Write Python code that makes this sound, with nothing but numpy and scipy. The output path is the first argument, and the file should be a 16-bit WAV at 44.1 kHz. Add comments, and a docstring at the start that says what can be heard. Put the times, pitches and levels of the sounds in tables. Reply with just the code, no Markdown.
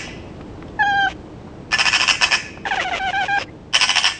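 """A cat at an open window, right by the microphone: one long clear meow, then a run of hoarse chirps.
Its vocal folds sing through the throat's resonances and flap into a rasp as each note ends.
A magpie on the next ledge answers with two bursts of harsh chatter, its syrinx snapping into
throat and beak, the rattle ringing between the house fronts. Underneath lies a bed of distant
traffic, and the cat's collar and paws tick as it shifts on the sill."""
import sys
import numpy as np
from scipy import signal
from scipy.fft import rfft, irfft
from scipy.io import wavfile

SR = 44100
rng = np.random.default_rng(int(sys.argv[2]) if len(sys.argv) > 2 else 0)


def wav_record(signal):
    """Record a signal, one row per channel, as 16-bit PCM in the file named by sys.argv[1]."""
    frames = np.transpose(np.atleast_2d(signal))
    bounded = np.clip(frames, -1, 1)
    # unit amplitude maps onto the largest positive 16-bit level
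    quanta = np.round(bounded * 32767).astype(np.int16)
    wavfile.write(sys.argv[1], SR, quanta)


N = 185127


def amp(db):
    return 10 ** (np.asarray(db) / 20)


def unit(x):
    return x / np.sqrt(np.mean(x ** 2) + 1e-20)


def curve(points, hz):
    """Breakpoint curve on a log-frequency axis."""
    f, value = np.transpose(points)
    return np.interp(np.log(hz + 1), np.log(np.sort(f) + 1), value)


def bells(peaks, hz):
    """Gain in dB of a few EQ bells."""
    return sum(db / (1 + ((hz - centre) / width) ** 2) for centre, width, db in peaks)


def add(mix, s, sound):
    part = mix[round(s * SR):][:len(sound)]
    part += sound[:len(part)]


def eq(x, gain_db, size=4096):
    """Minimum-phase EQ shaped by gain_db(Hz): its peaks ring after each hit."""
    log_gain = np.log(amp(np.maximum(gain_db(abs(np.fft.fftfreq(size, 1 / SR))), -100)))
    taps = np.fft.ifft(np.exp(np.conj(signal.hilbert(log_gain)))).real
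    return signal.fftconvolve(x, taps[:size // 2])[:len(x)]


def wander(n, hz):
    """Random modulator, rms about 1, rolled off above hz."""
    f = np.fft.rfftfreq(SR, 1 / SR)
    return unit(irfft(rfft(rng.standard_normal(SR)) * np.exp(-(f / hz) ** 2)))[:n]


# tone of the traffic bed: f/Hz, level/dB
TRAFFIC_EQ = [(12, -41.5), (20, -9), (107, -4.5), (223, -6), (254, -8.5), (464, -10.5), (515, -13),
              (847, -18), (941, -19.5), (1320, -26.5), (1810, -29.5), (2550, -32.5), (5890, -42),
              (8280, -48), (10500, -76), (13600, -103), (22000, -120)]
# distant engines poking out of the rumble: f/Hz, half width/Hz, boost/dB
ENGINE_DRONES = [(83, 14, 2), (314, 19, 6.5)]
# fader ride on the bed: t/s, level/dB
TRAFFIC_FADER = [(0, -34), (2.5, -37.5), (3.6, -38.5), (4.2, -43)]


def traffic():
    """The rumble of the town with a thin hiss of leaves, slowly easing off."""
    hz = np.fft.rfftfreq(N, 1 / SR)
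    tone = amp(curve(TRAFFIC_EQ, hz) + bells(ENGINE_DRONES, hz))
    rumble = irfft(rfft(rng.standard_normal(N)) * tone, N)
    return unit(rumble) * amp(np.interp(np.arange(N) / SR, *np.transpose(TRAFFIC_FADER)))


# the magpie's throat: f/Hz, level with beak half shut/dB, level with beak wide/dB
MAGPIE_FORMANTS = [(250, -46, -61.5), (520, -14.5, -21.5), (790, -8, -8.5), (1130, -1.5, -7),
                   (1210, -6, -15), (1620, -3, -11), (2155, -8.5, -9), (2500, -4, -4.5), (3146, -4, -2.5),
                   (3464, -20, -12), (4260, -19, -17.5), (5300, -3, -4.5), (5840, -14, -11),
                   (6630, -17.5, -24), (8200, -24, -22), (8790, -35.5, -27.5), (10360, -58, -50.5)]
# narrow colour peaks in the rattle, strongest with the beak half shut: f/Hz, half width/Hz, gain/dB
NARROW_BELLS = [(1500, 35, 4), (1745, 45, 10), (2150, 90, -5)]


def magpie_syllable(s, spacing, length, db, first_db, beak_hz, lead_db=-13, sag_per_s=2.6):
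    """The syrinx snaps open about 110 times a second; after three snaps they blur into a harsh buzz."""
    t = np.arange(-spacing, length + .02, 1 / SR)
    age = (t % spacing) / .0019
    # a faint snap leads in, the next is stronger, the third is full
    snaps = (age * np.exp(1 - age)) ** 2 * amp(first_db * (t < spacing) + lead_db * (t < 0))
    merged = np.clip((t / spacing - 2.1) / .9, 0, 1)
    release = np.clip((length - t) / .005 + .5, 0, 1)
    flow = (snaps * (1 - .72 * merged) + .47 * merged) * release
    opening = np.clip((beak_hz - 2327) / 586, 0, 1)  # the resonance climbs as the beak opens
    f, shut, wide = np.transpose(MAGPIE_FORMANTS)
    throat = np.c_[f, shut + opening * (wide - shut)]
    peaks = [(hz, width, gain_db * (1 - .5 * opening)) for hz, width, gain_db in NARROW_BELLS]
    peaks.append((beak_hz, 100, 6))
    grit = flow * rng.choice([-1., 1.], len(t))
    rattle = unit(eq(grit, lambda hz: curve(throat, hz) + bells(peaks, hz)))
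    # each separate snap also pings the beak, a little lower as the syllable goes on
    turns = np.cumsum(beak_hz * (1 - sag_per_s * (t - spacing) + .037 * wander(len(t), 260))) / SR
    ping = unit(snaps * (1 - merged) * np.sin(2 * np.pi * turns))
    return s - spacing, amp(db) * unit(rattle + .33 * ping) * np.sqrt(len(t) / SR / length)


# early reflections off the walls: delay/s, level/dB
WALL_TAPS = [(.007, -8.5), (0.0136, -10.5), (0.02, -18), (.032, -16.5), (0.045, -15.5)]


def walls(x, pane_s=.00398, pane_db=-9, smear_s=.0016):
    """The direct sound, a clean slap off the pane behind the bird, and smeared ones off brick."""
    t = np.arange(0, .03, 1 / SR)
    response = signal.unit_impulse(SR // 8)
    response[round(pane_s * SR)] = amp(pane_db)
    for delay, db in WALL_TAPS:
        echo = rng.standard_normal(len(t)) * np.exp(-t / smear_s)
        add(response, delay, amp(db) * echo / np.linalg.norm(echo))
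    heard = signal.fftconvolve(x, response)
    return heard * np.linalg.norm(x) / np.linalg.norm(heard)


# reverb time between the house fronts: f/Hz, t60/s
STREET_DECAY = [(300, 0.71), (1500, 0.53), (3000, 0.81), (6000, 0.5), (10000, 0.32)]


def street(x, build_s=.0062, tails=3):
    """Reverb off the house fronts, wet only; crossfading tails play the air shifting the echo paths."""
    out, phase = np.zeros(len(x)), 2 * np.pi * np.arange(len(x)) / SR
    for k in range(tails):
        scatter = rng.standard_normal(SR) * (rng.random(SR) < .1)
        hz, t, bands = signal.stft(scatter, SR, nperseg=256)
        decay = amp(-60 * t / curve(STREET_DECAY, hz)[:, None])
        tail = signal.istft(bands * decay * (1 - np.exp(-t / build_s)), SR, nperseg=256)[1]
        send = np.sqrt(2 / tails) * np.cos(2 * phase + np.pi * k / tails)  # 2 Hz LFO
        out += signal.fftconvolve(x * send, tail / np.linalg.norm(tail))[:len(x)]
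    return out


# magpie cues: t/s, snap spacing/s, length/s, level/dB, first snap trim/dB, beak f/Hz
SYLLABLES = [(-.190, 0.0074, .045, -11.5, -9, 2900), (-.112, .009, 0.042, -16, -6, 2700),
             (1.7178, 0.009, 0.03, -20.5, -5.5, 2497), (1.785, 0.0081, 0.033, -19, -2.5, 2580),
             (1.8438, 0.0096, .045, -19.5, -25, 2610), (1.9194, .0091, 0.05, -18.5, -9, 2610),
             (1.9985, 0.0078, 0.044, -20, -0.5, 2600), (2.078, 0.01, 0.036, -16.5, -2.5, 2694),
             (2.211, .0091, 0.036, -17, -8, 2610), (2.31, 0.0078, 0.047, -18, -5.5, 2527),
             (3.735, .0082, 0.035, -17, -9, 3030), (3.8006, 0.0097, 0.043, -18, -7, 2900),
             (3.881, .011, .034, -20.5, -7.5, 3015), (3.957, 0.012, 0.034, -19, -1.5, 3104),
             (4.032, 0.01, .051, -18, -5, 2953)]
# EQ on the magpie's reverb return: f/Hz, level/dB
RETURN_EQ = [(300, -19.5), (1000, -18), (2200, -8), (3000, -20.5), (4200, -14.5), (5300, -15.5),
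             (6500, -3.5), (9000, -4.5)]


def magpie():
    """Chatter bouncing round the street; an earlier call is still ringing out at the start."""
    near = np.zeros(SR + N)  # one second of pre-roll
    for row in SYLLABLES:
        s, syllable = magpie_syllable(*row)
        add(near, 1 + s, walls(syllable))
    reverb = eq(street(near), lambda f: curve(RETURN_EQ, f))
    return (near + reverb)[SR:]


# collar and paw foley: t/s, level/dB, decay/s, centre f/Hz
SILL_TICKS = [(.074, -33, .010, 600), (.4085, -35, .006, 900), (.411, -42.5, .006, 2300),
              (.625, -31, .004, 1250), (.682, -44, .005, 3000), (.698, -52, .01, 3200),
              (1.472, -39.5, .012, 850), (2.574, -29, .004, 800)]


def collar_and_paws(high_cut_hz=7500, width_octaves=.9):
    """Small, dull, close-up contacts as the cat shifts on the sill."""
    out, t = np.zeros(N), np.arange(0, .08, 1 / SR)
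    for s, db, decay, hz in SILL_TICKS:
        burst = rng.choice([-1., 1.], len(t)) * np.exp(-t / decay)
        knock = eq(burst, lambda f: -36 * np.log10(1 + (np.log2((f + 1) / hz) / width_octaves) ** 2)
                   - 10 * np.log10(1 + (f / high_cut_hz) ** 6))
        add(out, s, amp(db) * knock * np.linalg.norm(burst) / np.linalg.norm(knock))
    return out


ATTACK_DB, ATTACK_S = -11.5, .0053  # each cat note swells in from below its level
SCOOP_S, BREAK_S = .00655, .011  # how fast it drops onto pitch, and breaks up at the end
# the cat's throat: f/Hz, level in the meow/dB, level in the chirps/dB
CAT_FORMANTS = [(415, 8, -29.5), (804, -1.5, -2.5), (1280, 19.5, 0), (1438, -0.5, -12.5),
                (1620, -1.5, -1.5), (1732, 6, 5), (1995, 1.5, 3.5), (2170, -43.5, -15), (2470, -18, -11),
                (3150, -11, -16.5), (3270, -16, -21), (3300, -24.5, -16.5), (3800, -28.5, -24),
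                (4940, -31, -34.5), (5700, -40.5, -32.5), (6430, -34.5, -38.5), (7190, -47, -40),
                (9200, -73.5, -63.5)]
# tone of the cat's breath, in the voice and in the rasp: f/Hz, level/dB
BREATH_EQ = [(180, -33), (300, 1), (572, 1.5), (790, -6), (1040, -2.5), (1480, -8), (2870, 0), (3530, -9.5),
             (4530, -18.5), (5020, -15.5), (6070, -15.5), (8140, -28.5), (10000, -49), (13000, -85),
             (22000, -120)]


def cat_voice(t, hz, effort_db, open_db, rough, formant_column, hiss_db, smear, flutter_db):
    """Harmonics of the vocal folds slide under the throat's resonances; rough spots shake them."""
    throat = np.array(CAT_FORMANTS)[:, [0, formant_column]]
    rough = np.clip(rough, 0, 1)
    # a quick quaver of the folds moves pitch and loudness together
    quaver = np.sqrt(2) * np.sin(2 * np.pi * np.cumsum(85 * (1 + .4 * wander(len(t), 60))) / SR)
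    turns = np.cumsum(hz * (1 + rough * (.07 * quaver + .05 * wander(len(t), 450)))) / SR
    voice = np.zeros(len(t))
    for k in range(1, 13):
        # no two closures are alike, so the high harmonics flutter and fray
        flutter = flutter_db * np.log(k) * wander(len(t), 45)
        fray = smear * (k / 6) ** 2 * wander(len(t), 170)
        gain = amp(curve(throat, k * hz) + open_db * (k > 1) + flutter)
        voice += np.sqrt(2) * gain * np.cos(2 * np.pi * (k * turns + rng.random()) + fray)
    voice *= amp(rough * (5 * quaver + 3 * wander(len(t), 250)))
    puffs = rng.standard_normal(len(t)) * (1 + np.cos(2 * np.pi * turns))  # air escapes once a cycle
    hiss = unit(eq(puffs, lambda f: curve(BREATH_EQ, f)))
    fade = np.clip(np.minimum(t - t[0], t[-1] - t) / .0024, 0, 1)
    return t[0], amp(effort_db) * fade * (voice + amp(hiss_db) * np.sqrt(rough) * hiss)


# meow automation: t/s, f/Hz, effort/dB, mouth opening as overtone gain/dB
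MEOW_CONTOUR = [(.790, 848, -18.5, -4), (.822, 850, -20, 0), (.850, 789, -18, -7), (0.873, 827, -18.5, -1),
                (0.94, 786.4, -18.5, -2.5), (.962, 805, -18, -1), (1.054, 778, -18.5, 1),
                (1.080, 767, -19.5, -2), (1.095, 757, -33.5, -10.5)]
# voice cracks: t/s, half length/s, pitch dip/octaves, gain/dB, added roughness/0-1
MEOW_CRACKS = [(0.831, 0.0055, 0.044, 4, 0.23), (1.065, 0.0042, 0.12, -6.5, 0.37)]


def cat_meow(scoop_octaves=.073):
    """A clear note that sinks slowly, cracks twice and gives out in a rasp."""
    times, *lanes = np.transpose(MEOW_CONTOUR)
    t = np.arange(times[0], times[-1], 1 / SR)
    hz, effort_db, open_db = (np.interp(t, times, lane) for lane in lanes)
    hz *= 2 ** (scoop_octaves * np.exp(-(t - t[0]) / SCOOP_S))
    effort_db += ATTACK_DB * np.exp(-(t - t[0]) / ATTACK_S)
    rough = .025 + .1 * np.exp((t - t[-1]) / BREAK_S)
    for at, half, dip, db, shake in MEOW_CRACKS:
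        crack = np.exp(-((t - at) / half) ** 2)
        hz *= 2 ** (-dip * crack)
        effort_db += db * crack
        rough += shake * crack
    out = np.zeros(N)
    add(out, *cat_voice(t, hz, effort_db, open_db, rough,
                        formant_column=1, hiss_db=-27, smear=.3, flutter_db=2))
    add(out, *cat_rasp(times[-1], length=.028, db=-30.5))
    return out


def cat_rasp(s, length, db, low_cut_hz=550, lead_s=.012, rise_s=.0066, fall_s=.0046):
    """As the voice stops, the slack folds flap irregularly in the escaping air."""
    t = np.arange(-.06, length + .03, 1 / SR)
    turns = np.cumsum(430 * np.exp(.4 * wander(len(t), 400))) / SR
    flaps = np.diff(np.floor(turns), prepend=0) * rng.uniform(.27, 1, len(t))
    drive = unit(flaps - flaps.mean()) + .7 * rng.standard_normal(len(t))
    # a throat this small radiates little bass
    rasp = eq(drive, lambda f: curve(BREATH_EQ, f) - 10 * np.log10(1 + (low_cut_hz / (f + 1)) ** 2))
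    gate = 1 / (1 + np.exp(-(t + lead_s) / rise_s)) / (1 + np.exp((t - length) / fall_s))
    swell_db = 87.5 * (t - length / 2)  # grows until the air is cut off
    return s + t[0], amp(db + swell_db) * unit(rasp) * gate


# chirp cues: t/s, length/s, f/Hz, glide/octaves, arch/octaves, effort/dB, swell/dB,
# mouth opening/dB, roughness/0-1, rasp length/s, rasp level/dB
CHIRP_CUES = [(2.652, 0.032, 792, 0.012, 0.019, -21, -1.5, -1, 0.57, .014, -24.5),
              (2.707, 0.044, 796, -0.076, -0.027, -17.5, -5, -0.5, 0.2, 0.022, -25.5),
              (2.769, .046, 714, -0.3, 0.017, -16, -3.5, -3.5, 0, 0.026, -22),
              (2.845, 0.054, 724, -0.049, 0.049, -17, 0.5, -3.5, 0, 0.015, -32.5),
              (2.911, 0.051, 712, -0.12, -.03, -16.5, -3, -4, .24, 0.022, -22),
              (2.994, .115, 744, -.06, .08, -17.5, 8.5, -1.5, 0.07, 0.018, -31),
              (3.129, 0.12, 759.6, -0.034, .11, -17, 3.5, -1, 0.07, 0.024, -27.5),
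              (3.281, .108, 798, 0.059, .02, -18, 3.5, -1, 0, 0.045, -27)]


def cat_chirps(scoop_octaves=.187, catch_octaves=.052, duck_db_per_octave=-25.5):
    """Hoarse notes that drop onto their pitch, bend in the middle and break up into a rasp."""
    out = np.zeros(N)
    for s, length, pitch_hz, glide, arch, db, swell_db, open_db, rough, rasp_s, rasp_db in CHIRP_CUES:
        t = np.arange(0, length, 1 / SR)
        along = t / length - .5
        scoop = scoop_octaves * np.exp(-t / SCOOP_S)
        lift = arch * np.exp(-((t / length - .516) / .19) ** 2)
        catch = catch_octaves * np.exp(-((t - length + .0169) / .0051) ** 2)  # dip before the break
        hz = pitch_hz * 2 ** (scoop + glide * along + lift - catch)
        # at the end the voice weakens and roughens, and the mouth closes
        breaking = np.exp((t - length) / BREAK_S)
        attack_db = ATTACK_DB * np.exp(-t / ATTACK_S)
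        effort_db = db + swell_db * along + attack_db + duck_db_per_octave * lift - 2.5 * breaking
        add(out, *cat_voice(s + t, hz, effort_db, open_db - 3 * breaking, rough + .48 * breaking,
                            formant_column=2, hiss_db=-12, smear=1.35, flutter_db=1.82))
        add(out, *cat_rasp(s + length, rasp_s, rasp_db))
    return out


# two overtone flares, then two squeaks: peak t/s, level/dB, half length/s, f/Hz
FLARE_AND_SQUEAK_CUES = [(2.802, -18.5, .007, 1932), (2.937, -28, .008, 2080), (3.405, -34.5, 0.025, 5120),
                         (3.489, -44, 0.012, 2040)]


def cat_flares_and_squeaks():
    """Brief bright flares of the chirps' overtone near 2 kHz, and two faint thin squeaks at the end."""
    out = np.zeros(N)
    for s, db, half, hz in FLARE_AND_SQUEAK_CUES:
        t = np.arange(-2 * half, 2 * half, 1 / SR)
        turns = np.cumsum(hz * (1 + .04 * wander(len(t), 400))) / SR
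        tone = unit(np.sin(2 * np.pi * turns))
        add(out, s + t[0], amp(db) * tone * np.exp(-(t / half) ** 2))
    return out


def scene(cat_reverb_db=-32):
    """Mono mix: the cat up front and almost dry, the magpie out among the walls."""
    cat = cat_meow() + cat_chirps() + cat_flares_and_squeaks()
    return (cat + amp(cat_reverb_db) * street(cat) + magpie() + collar_and_paws() + traffic())[None]


def record(dry, ceiling=.88, high_cut_hz=10600):
    """A soft clip rounds the loudest peaks, then a steep high cut takes off the top."""
    clipped = dry / (1 + (dry / ceiling) ** 6) ** (1 / 6)
    high_cut = signal.firwin(511, high_cut_hz, window=("kaiser", 9), fs=SR)
    return signal.oaconvolve(clipped, high_cut[None], "same")


dry = scene()
out = record(dry)
wav_record(out)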